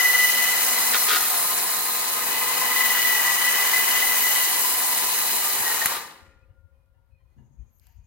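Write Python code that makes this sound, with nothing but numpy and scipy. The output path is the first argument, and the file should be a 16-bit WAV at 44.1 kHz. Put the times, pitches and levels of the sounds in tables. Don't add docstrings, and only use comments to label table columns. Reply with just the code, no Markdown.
import sys
import numpy as np
from scipy import signal
from scipy.fft import rfft, irfft, next_fast_len
from scipy.io import wavfile

SR = 44100
rng = np.random.default_rng(int(sys.argv[2]) if len(sys.argv) > 2 else 0)


def persist_wave(psi):
    counts = np.round(np.clip(psi, -1, 1) * 32767).astype(np.int16)
    wavfile.write(sys.argv[1], SR, np.atleast_2d(counts).T)


N = 355490
SIZE = next_fast_len(N + SR // 2)
HZ = np.maximum(np.arange(SIZE // 2 + 1) * SR / SIZE, 1)
STEP = 64
T, COARSE = np.arange(N) / SR, np.arange(0, N + STEP, STEP) / SR
SNAP_S, STOP_S = 5.858, 5.95
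CUTOFF_HZ = 15900


def amp(db):
    return 10 ** (np.asarray(db) / 20)


def rms_one(x):
    return x / np.sqrt(np.mean(np.atleast_2d(x).mean(0) ** 2) + 1e-20)


def columns(rows, t=COARSE):
    s, *values = np.transpose(rows)
    return [np.interp(t, s, v) for v in values]


def at_hz(points, hz=HZ):
    table_hz, values = np.transpose(points)
    return np.interp(np.log(hz), np.log(table_hz), values)


def sides(lean_db):
    return amp(np.array([[.5], [-.5]]) * lean_db)


def drift(rate):
    r = np.exp(-2 * np.pi * rate * STEP / SR)
    raw = rng.standard_normal(len(COARSE) + 2000)
    slow = signal.lfilter([1], [1, -2 * r, r * r], raw)[2000:]
    return slow / slow.std()


def stereo_noise(likeness, lean_db, grit_db=0):
    sizes = np.minimum(rng.exponential(1, SIZE // 8 + 1), 4)
    grit = amp(grit_db * np.repeat(sizes, 8)[:SIZE])
    mid, side = rfft(rng.standard_normal((2, SIZE)) * grit)
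    alike = np.clip(likeness, -.95, .95)
    pair = np.sqrt(1 + alike) * mid + np.sqrt(1 - alike) * side * [[1], [-1]]
    return pair * sides(lean_db)


def peak(hz, width_hz):
    return 1 / (1 + 1j * (HZ ** 2 - hz ** 2) / (HZ * width_hz))


def band(low_hz, high_hz):
    return 1 / np.sqrt((1 + (low_hz / HZ) ** 8) * (1 + (HZ / high_hz) ** 8))


def filtered(spectrum, gain):
    return irfft(spectrum * gain, SIZE)[..., :N]


def decay(s, t60):
    return (T >= s) * amp(-60 * np.maximum(T - s, 0) / t60)


def warble(hz, width_hz, clean):
    wander = []
    for channel in range(2):
        wander.append(np.interp(T, COARSE, clean + drift(width_hz) + 1j * drift(width_hz)))
    carrier = np.exp(2j * np.pi * np.cumsum(hz) / SR)
    return rms_one(np.real(carrier * (np.array(wander) + 0.36 * wander[0])))


# frequency in Hz, t60 in s.
GARAGE_DECAY = [(100, 1.4), (300, 1.2), (700, 0.65), (2000, 0.76), (3200, .62), (5000, 0.55), (10000, 0.48),
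                (16000, 0.35)]


def in_garage(gain, hz, end_s):
    after = np.maximum(COARSE - end_s, 0)
    return np.interp(T, COARSE, gain * amp(-60 * after / at_hz(GARAGE_DECAY, hz)))


# rate in Hz, depth as a share of the gain.
SHAFTS = [(20.5, 0.045), (41.6, .02), (63.5, 0.017), (6.22, 0.0082)]


def shaft_throb():
    gain = 1
    for hz, depth in SHAFTS:
        turn = 2 * np.pi * hz * COARSE + 2.0 * drift(1.0) + rng.uniform(0, 2 * np.pi)
        gain = gain + depth * np.cos(turn)
    return gain


# frequency in Hz, lead of the left port in radians.
PORT_LEAD = [(0, 0), (2070, -.6), (3450, 2.9), (3790, 5.1), (5080, 4.3), (6460, 2.9), (7750, 2.7),
             (8180, 1.7), (10700, 5.2), (12400, 3.1), (13200, 8.1), (14400, 10.4), (15200, 15.6),
             (16500, 12.4)]


def port_lead():
    return np.exp(1j * np.array([[.5], [-.5]]) * np.interp(HZ, *np.transpose(PORT_LEAD)))


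# frequency in Hz, width in Hz, level in dB at half facing and mean whine,
# rise in dB from facing away to facing the winch, rise in dB per dB of whine.
HOUSING = [(312.8, 7.5, -67.5, -2.5, .0), (397, 9.7, -61.5, -1.5, 0.28), (543, 15, -63.5, 16, 0.5),
           (745, 60, -52.5, 7, .0), (880, 110, -50.5, -10.5, -0.23), (1392, 120, -64, 26, 0.5),
           (2530, 35, -51, 0, 0.3), (2992, 110, -45.5, 2.5, 0.66), (2947, 22, -52.5, 0, .35),
           (4055, 60, -48.5, 2, 0.0), (3803, 30, -59, 0, 0), (6490, 42, -51.5, 3, .5),
           (11080, 130, -47, 12, -.2), (6030, 490, -52, 8, 0.59), (4170, 130, -49, 5, -0.1),
           (5098, 20, -50.5, 8, 0.1), (8840, 70, -56.5, -1.5, 0.8), (11830, 670, -42, 0.5, 0.34),
           (13300, 460, -52, 2, 0.4), (14600, 1600, -38, 0.5, 0.39)]


def housing(contacts, beat, facing, strain_db):
    coast_db = -57.5 * np.clip(COARSE - SNAP_S, 0, .12)
    out = 0
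    for hz, width_hz, db, facing_db, per_strain in HOUSING:
        level_db = db + coast_db + facing_db * (facing - .5) + per_strain * strain_db
        gain = beat * amp(level_db + 1.8 * drift(2.2))
        out = out + rms_one(filtered(contacts, peak(hz, width_hz))) * in_garage(gain, hz, STOP_S)
    return out


# time in seconds, mesh whine in dB, gear rasp in dB, brush hiss in dB,
# facing the winch from 0 to 1.
RUN = [(0.0, -23.5, -38.5, -33, 1), (.25, -25.5, -38.5, -31.5, 1), (.45, -27.5, -37, -31.5, 1),
       (.62, -35.5, -36, -28, 1), (1.0, -41, -36.5, -26.5, 1), (1.5, -50.5, -38.5, -29.5, 1),
       (1.85, -51, -39.5, -30, 0.51), (2.35, -37, -39, -32, 0.01), (2.6, -32.5, -36.5, -32, 0),
       (2.8, -26.5, -33.5, -30.5, 0), (3.05, -23.5, -35.5, -31.5, 0.27), (3.22, -27, -33, -31.5, 0.19),
       (3.5, -23, -34, -31, 0.4), (3.7, -28, -33.5, -29.5, 0.34), (3.95, -26.5, -34, -29, 0.45),
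       (4.35, -29.5, -38, -28.5, 0.5), (4.75, -41, -39, -28.5, 0.28), (5.4, -40.5, -40.5, -30, 0.5),
       (5.6, -41, -37.5, -31, 0.29), (5.8, -38.5, -35.5, -32, 0.4), (5.86, -40.5, -35, -32.5, 0.8),
       (5.98, -40.5, -38, -38, 0.5)]
RUN_EDGES_HZ = [100, 650, 1750, 2250, 7000, 16000]
# frequency in Hz, relative level in dB per Hz.
RASP_COLOUR = [(53, -61), (90, -30), (234, -14.5), (467, -11), (593, -10.5), (1020, 1), (1380, -6),
               (1950, -2.5), (2270, -8.5), (3010, -13.5), (3450, -11.5), (4080, -11), (4700, -11),
               (5050, -10.5), (5600, -14), (7000, -7), (11600, -4.5), (16000, -7)]
# frequency in Hz, left-right likeness up to 1.
LIKENESS = [(60, 0.6), (130, .8), (290, .75), (640, 0.79), (1400, 0.55), (2500, 0.55), (4500, 0.42),
            (8000, 0.22), (15000, 0.27)]
# frequency in Hz, L-R difference in dB.
WINCH_LEAN = [(60, 5), (99, 14), (160, 5), (270, 2), (450, 6.5), (740, 4), (1220, 5), (2010, 2),
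              (3330, -2.5), (5500, 6), (9080, -4), (15000, 4)]
RUMBLE_DB = -46.5
UPPER_RASP_DB, UPPER_PER_WHINE, UPPER_PER_HISS = -34, 0.16, 0.39


def winch():
    whine_db, rasp_db, hiss_db, facing = columns(RUN)
    strain_db = whine_db - whine_db.mean()
    upper_db = UPPER_RASP_DB + UPPER_PER_WHINE * strain_db + UPPER_PER_HISS * (hiss_db - hiss_db.mean())
    levels_db = [RUMBLE_DB, rasp_db, upper_db, hiss_db]
    contacts = stereo_noise(at_hz(LIKENESS), at_hz(WINCH_LEAN), grit_db=1.8) * port_lead()
    rasp = contacts * amp(at_hz(RASP_COLOUR))

    edges = np.array(RUN_EDGES_HZ)
    spans = [edges[0:2], edges[1:3], edges[3:5], edges[4:6]]
    power = np.abs(rasp.mean(0)) ** 2
    offsets_db = [10 * np.log10(2 * power[(HZ > a) & (HZ < b)].sum() / SIZE ** 2) for a, b in spans]
    anchors = np.log([np.sqrt(a * b) for a, b in spans])

    centres, beat, out = np.geomspace(60, 15000, 13), shaft_throb(), 0
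    for k, hz in enumerate(centres):
        mask = np.interp(np.log(HZ), np.log(centres), np.arange(len(centres)) == k)
        level_db = 0
        for j, (db, offset_db) in enumerate(zip(levels_db, offsets_db)):
            share = np.interp(np.log(hz), anchors, np.arange(len(spans)) == j)
            level_db = level_db + share * (db - offset_db)
        gain = beat * amp(level_db + 1.0 * drift(13.4) + 0.71 * drift(46))
        out = out + filtered(rasp, mask) * in_garage(gain, hz, STOP_S)
    return out + housing(contacts, beat, facing, strain_db)


# rate in Hz, depth at first, depth later (both before each tone's share),
# first swell in seconds.
WHINE_THROB = [(20.67, .55, .3, .0046), (41.34, .15, .3, .008), (62.01, .1, .17, .0074),
               (14.4, .18, .28, .003), (6.2, .15, .15, .07)]


def locked_throb(share, rough):
    gain = 1
    for hz, first, later, first_s in WHINE_THROB:
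        depth = share * (first + (later - first) * rough)
        slip = .35 * hz / WHINE_THROB[0][0] * (.5 + rough) * drift(.8)
        gain = gain + depth * np.cos(2 * np.pi * hz * (COARSE - first_s) + slip)
    return gain


# time in seconds, mesh whine in Hz, growl in Hz, hum in Hz.
GEAR_PITCH = [(0, 1986, 980, 1212), (.6, 2000, 987, 1236), (.9, 2015, 1005, 1240), (1.2, 2000, 1030, 1243),
              (2.5, 2006, 1032, 1240), (3.05, 1975, 1022, 1240), (3.2, 1962, 1018, 1200),
              (3.4, 1962, 1015, 1200), (3.55, 1985, 1015, 1200), (3.75, 2002, 1015, 1200),
              (4.2, 1992, 1012, 1200), (5.3, 1986, 1000, 1207), (5.5, 1960, 915, 1200),
              (5.62, 1950, 900, 1200), (5.66, 1890, 895, 1200), (5.82, 1860, 875, 1200),
              (5.98, 1840, 860, 1200)]
# time in seconds, growl in dB, hum in dB.
GEAR_LEVELS = [(0.0, -52.5, -49.5), (.9, -47.5, -49), (1.15, -48, -39.5), (1.6, -42.5, -48),
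               (2.2, -42, -43.5), (2.65, -33.5, -44), (2.85, -38.5, -38), (3.1, -43.5, -50),
               (3.4, -48, -41.5), (3.6, -44, -53.5), (4.75, -37, -51), (5.2, -40, -53), (5.46, -42, -32),
               (5.7, -42.5, -75), (5.98, -60, -41)]
# centre in seconds, half length in s, rise in dB.
SURGES = [(5.665, 0.016, 10), (5.72, .015, 5), (5.77, 0.014, 6), (5.819, 0.016, 13)]


def whine():
    surge_db = sum(db * np.exp(-((COARSE - s) / half) ** 2) for s, half, db in SURGES)
    whine_db = columns(RUN)[0] + surge_db + 1.2 * drift(6.3)
    levels_db = [whine_db] + columns(GEAR_LEVELS)
    rough = np.interp(COARSE, [.8, 2.5], [0, 1])
    steadiness = 1 - .55 * rough
    # width in Hz, steady part, L-R in dB, share of the throb, end in seconds
    voices = [(38, 2.1, 1.2, .95, SNAP_S),
              (25, 1.9, 2.6, .7, STOP_S),
              (6.05, 2.6, 8.5, 0.47, STOP_S)]
    out = 0
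    for hz, db, voice in zip(columns(GEAR_PITCH, T), levels_db, voices):
        width_hz, clean, lean_db, throb_share, end_s = voice
        beat = rms_one(locked_throb(throb_share, rough))
        tone = warble(hz, width_hz, clean * steadiness)
        out = out + tone * in_garage(beat * amp(db), hz.mean(), end_s) * sides(lean_db)
    return out


# time in seconds, hum in Hz, hum in dB, octave in dB, undertone in dB.
MOTOR = [(0, 240, -60, -55, -74), (.9, 237.4, -52.5, -51.5, -69), (1.5, 242, -63.5, -62.5, -63.5),
         (2.1, 239.2, -56, -49.5, -66), (2.7, 242.8, -54.5, -46.5, -56), (3.0, 240.2, -62, -59, -62),
         (4.0, 237.6, -65, -58.5, -64), (5.0, 237.7, -58, -52.5, -70), (5.6, 229.4, -61, -55, -74.5),
         (5.98, 224, -68, -63, -68)]
MOTOR_ORDERS = [1, 2, .685]


def motor():
    hz, levels_db = columns(MOTOR, T)[0], columns(MOTOR)[1:]
    out = 0
    for order, db in zip(MOTOR_ORDERS, levels_db):
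        envelope = in_garage(amp(db), order * hz.mean(), STOP_S)
        out = out + warble(order * hz, 4, clean=3) * envelope * sides(4)
    return out


# frequency in Hz, relative level in dB per Hz.
QUIET_COLOUR = [(90, -28), (130, -7), (300, -17), (470, -21.5), (700, -21), (940, -21.5), (1300, -22),
                (2200, -27.5), (3000, -31), (7300, -39.5), (12000, -33.5), (16000, -38)]
# frequency in Hz, L-R difference in dB.
QUIET_LEAN = [(60, 2), (180, 3.5), (550, 13), (1650, -1.5), (4970, 2), (15000, -2)]
QUIET_DB = -77.5


def quiet():
    noise = stereo_noise(.5 * band(0.62, 500) - .02, at_hz(QUIET_LEAN))
    floor = rms_one(filtered(noise, amp(at_hz(QUIET_COLOUR))))
    return amp(QUIET_DB) * floor * np.interp(T, COARSE, amp(0.98 * drift(3.9)))


# time in seconds, level in dB.
PUFFS = [(1.177, -67), (1.396, -67), (2.139, -64), (2.419, -60), (2.697, -72), (3.32, -64), (3.655, -61),
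         (3.941, -59), (4.725, -56), (5.207, -65), (5.388, -65), (5.596, -60), (6.45, -65), (6.633, -52.5),
         (6.71, -57.5), (7.111, -64), (7.374, -58), (7.584, -40.5), (7.85, -56), (7.94, -55.5)]
WIND_DB, WIND_AFTER_DB = -75.5, -64
SMALL_PUFF_COUNT, SMALL_PUFF_DB = 18, -67


def wind():
    lumps = rms_one(filtered(stereo_noise(.3, 13), peak(65, 60) * band(24, 110)))
    level_db = np.interp(COARSE, [5.4, 6.5], [WIND_DB, WIND_AFTER_DB])
    out = lumps * np.interp(T, COARSE, amp(level_db + 5.3 * drift(6)))
    chances = rng.random((SMALL_PUFF_COUNT, 2))
    small_puffs = [(place * N / SR, SMALL_PUFF_DB + 5.4 * (size - .5)) for place, size in chances]
    for s, db in small_puffs + PUFFS:
        hz, phase = 66 + 9 * rng.standard_normal(), rng.uniform(0, 2 * np.pi, (2, 1))
        swell = np.exp(-((T - s - .02) / .019) ** 2)
        out = out + amp(db) * swell * np.sin(2 * np.pi * hz * T + phase) * sides(20)
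    return out


# start in seconds, length in s, level in dB.
SLIPS = [(0.93, 0.033, -21), (1.081, 0.06, -20), (1.136, 0.05, -24.5), (1.19, 0.17, -34),
         (5.927, 0.052, -33)]
# frequency in Hz, width in Hz, relative level in dB.
DRUM = [(1254, 39, -2.5), (1435, 32, 5.5), (1840, 24, -4.5), (3200, 183, -3.5), (3770, 54, -10),
        (431.6, 67, -12)]


def slips():
    colour = amp(-11.0) * band(1400, 4700)
    for k, (hz, width_hz, db) in enumerate(DRUM):
        colour = colour + amp(db) * (-1) ** k * peak(hz, width_hz)
    rattle = rms_one(filtered(stereo_noise(.6, 2.5, grit_db=4.2), colour))
    gain = 0
    for s, length, db in SLIPS:
        during = (COARSE > s) * (COARSE < s + length)
        gain = gain + amp(db) * during * (1 - 0.44 * (COARSE - s) / length)
    r = amp(-60 * STEP / SR / 0.07)
    return rattle * np.interp(T, COARSE, signal.lfilter([1 - r], [1, -r], gain))


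# start in seconds, level in dB, t60 in s.
BUMPS = [(5.58, -44.5, 0.23), (5.856, -54, 0.3), (7.36, -51.5, 0.86), (7.59, -52, 0.17)]
# frequency in Hz, relative level in dB.
BUMP_BODY = [(125, 7), (200, -2), (300, -23)]
# start in seconds, level in dB, pitch factor.
KNOCKS = [(6.49, -77, 1.0), (6.72, -82, 1.09), (6.94, -77, 1.0), (7.19, -81, 1.09), (7.38, -73, 1.0),
          (7.6, -79, 1.09), (7.865, -75, 1.0)]
# frequency in Hz, level in dB on top of the knock, t60 in s, L-R difference in dB.
KNOCK_BODY = [(747, -8, 0.8, 13), (932, -4, 0.99, 12.5), (1718, -6.5, 0.26, 16), (2850, -6, .24, -2.5),
              (2000, -9, 0.203, 3)]
# start in seconds, level at the onset in dB, lowest frequency in Hz.
TICKS = [(6.61, -82, 2000), (6.86, -79, 2000), (7.786, -65, 6500), (7.797, -56.5, 4000), (7.864, -67, 900),
         (7.869, -54, 900)]
# frequency in Hz, relative level in dB per Hz.
RUSTLE_COLOUR = [(1000, -23), (1600, 0), (3000, 2), (3600, -14), (4600, -1.5), (7000, -12), (9000, -20),
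                 (13000, -10), (16000, -13.5)]
RUSTLE_S, RUSTLE_DB, RUSTLE_T60_S = 7.8, -60, .55


def small_sounds():
    noise = stereo_noise(0.36, 0)
    body = sum(amp(db) * peak(hz, 60.6) ** 2 for hz, db in BUMP_BODY)
    thud = rms_one(filtered(noise, body))
    bumps = sum(amp(db) * (decay(s, t60) - decay(s, 0.058)) for s, db, t60 in BUMPS)
    out = thud * bumps * sides(6.7)
    for hz, level_db, t60, lean_db in KNOCK_BODY:
        for s, db, pitch in KNOCKS:
            ring = rms_one(filtered(noise, peak(hz * pitch, 70) ** 2)) * sides(lean_db)
            out = out + ring * amp(db + level_db) * (decay(s, t60) - decay(s, 0.035))
    for s, db, low_hz in TICKS:
        bright = rms_one(filtered(noise, band(low_hz, CUTOFF_HZ)))
        out = out + amp(db) * decay(s, .013) * bright * sides(3)
    rustle = rms_one(filtered(stereo_noise(.36, 0, grit_db=1.0), amp(at_hz(RUSTLE_COLOUR)))) * sides(1.8)
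    return out + amp(RUSTLE_DB) * rustle * (decay(RUSTLE_S, RUSTLE_T60_S) - decay(RUSTLE_S, .3))


# frequency in Hz, relative level in dB per Hz.
SNAP_COLOUR = [(71, -26.5), (200, -6.5), (600, -25.5), (1290, -1), (2300, 4), (3400, -7), (5500, -15.5),
               (7000, -1), (9000, -16), (11500, -0.5), (14500, -3), (16000, -30)]
# frequency in Hz, L-R difference in dB.
SNAP_LEAN = [(60, 1), (950, 3), (3770, 4), (15000, 13.5)]
# frequency in Hz, level in dB, t60 in s, flutter in Hz.
FRAME = [(543, -64, 4.2, 12), (517, -68, 3.8, 12), (1411, -59, 2.4, 14), (1413.86, -62, 2.4, 14),
         (1205, -49, .45, 8), (1367, -55, 1.0, 14), (1820, -62, 1.2, 14)]
SNAP_DB, SNAP_T60_S, SNAP_RISE_S = -8, .018, .004
THUMP_HZ, THUMP_DB, THUMP_T60_S = 205, -34, .04


def stop():
    crack = rms_one(filtered(stereo_noise(.85, at_hz(SNAP_LEAN)), amp(at_hz(SNAP_COLOUR))))
    out = amp(SNAP_DB) * crack * (decay(SNAP_S, SNAP_T60_S) - decay(SNAP_S, SNAP_RISE_S))
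    thump = decay(SNAP_S, THUMP_T60_S) * np.sin(2 * np.pi * THUMP_HZ * (T - SNAP_S))
    out = out + amp(THUMP_DB) * thump * sides(3)
    for hz, db, t60, width_hz in FRAME:
        ring = warble(np.full(N, hz), width_hz, clean=2.5)
        out = out + amp(db) * decay(SNAP_S, t60) * ring * sides(5.5)
    return out


# start in seconds, length in s, level in dB, glide in Hz.
CHIRPS = [(6.286, 0.055, -69, 79), (6.383, .075, -73.5, 151), (6.71, 0.2, -90, -40),
          (7.104, 0.13, -76, -110), (7.23, .15, -88, 0), (7.57, 0.14, -89, -40), (7.98, 0.11, -85.5, 40)]
# start in seconds, length in s, middle pitch in Hz, glide in Hz, level in dB, width in Hz,
# L-R difference in dB.
SQUEAKS = [(7.08, .36, 4250, 300, -96, 40, 1), (7.15, .35, 2010, -30, -89, 30, 0),
           (7.69, .3, 12400, -300, -75, 700, 8)]
CHIRP_HZ = 2470
INSECT_HZ, INSECT_WIDTH_HZ, INSECT_THROB_HZ, INSECT_DB = 6550, 700, 13.5, -82.5


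def faint_tones():
    out = 0
    chirps = [(s, length, CHIRP_HZ, glide_hz, db, 30, -1.5) for s, length, db, glide_hz in CHIRPS]
    for s, length, middle_hz, glide_hz, db, width_hz, lean_db in chirps + SQUEAKS:
        along = np.clip((T - s) / length, 0, 1)
        tremble_hz = .4 * width_hz * np.interp(T, COARSE, drift(60))
        hz = middle_hz + glide_hz * (along - .5) + tremble_hz
        fade = np.clip(6.7 * along, 0, 1) * np.clip(4.1 * (1 - along), 0, 1)
        out = out + warble(hz, width_hz, clean=.8) * amp(db) * fade * sides(lean_db)
    song = rms_one(filtered(stereo_noise(0.26, 12), peak(INSECT_HZ, INSECT_WIDTH_HZ) ** 2))
    pulses = 1 + .45 * np.cos(2 * np.pi * INSECT_THROB_HZ * T + 1.5)
    song_db = INSECT_DB - 23 * np.maximum(7.53 - T, 0) - 86.5 * np.maximum(7.43 - T, 0)
    return out + song * pulses * amp(song_db)


def scene():
    running = winch() + whine() + motor()
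    around = quiet() + wind() + small_sounds() + faint_tones()
    return running + slips() + stop() + around


def record(dry):
    return signal.sosfilt(signal.ellip(14, .2, 54, CUTOFF_HZ, fs=SR, output="sos"), dry)


dry = scene()
out = record(dry)
persist_wave(out)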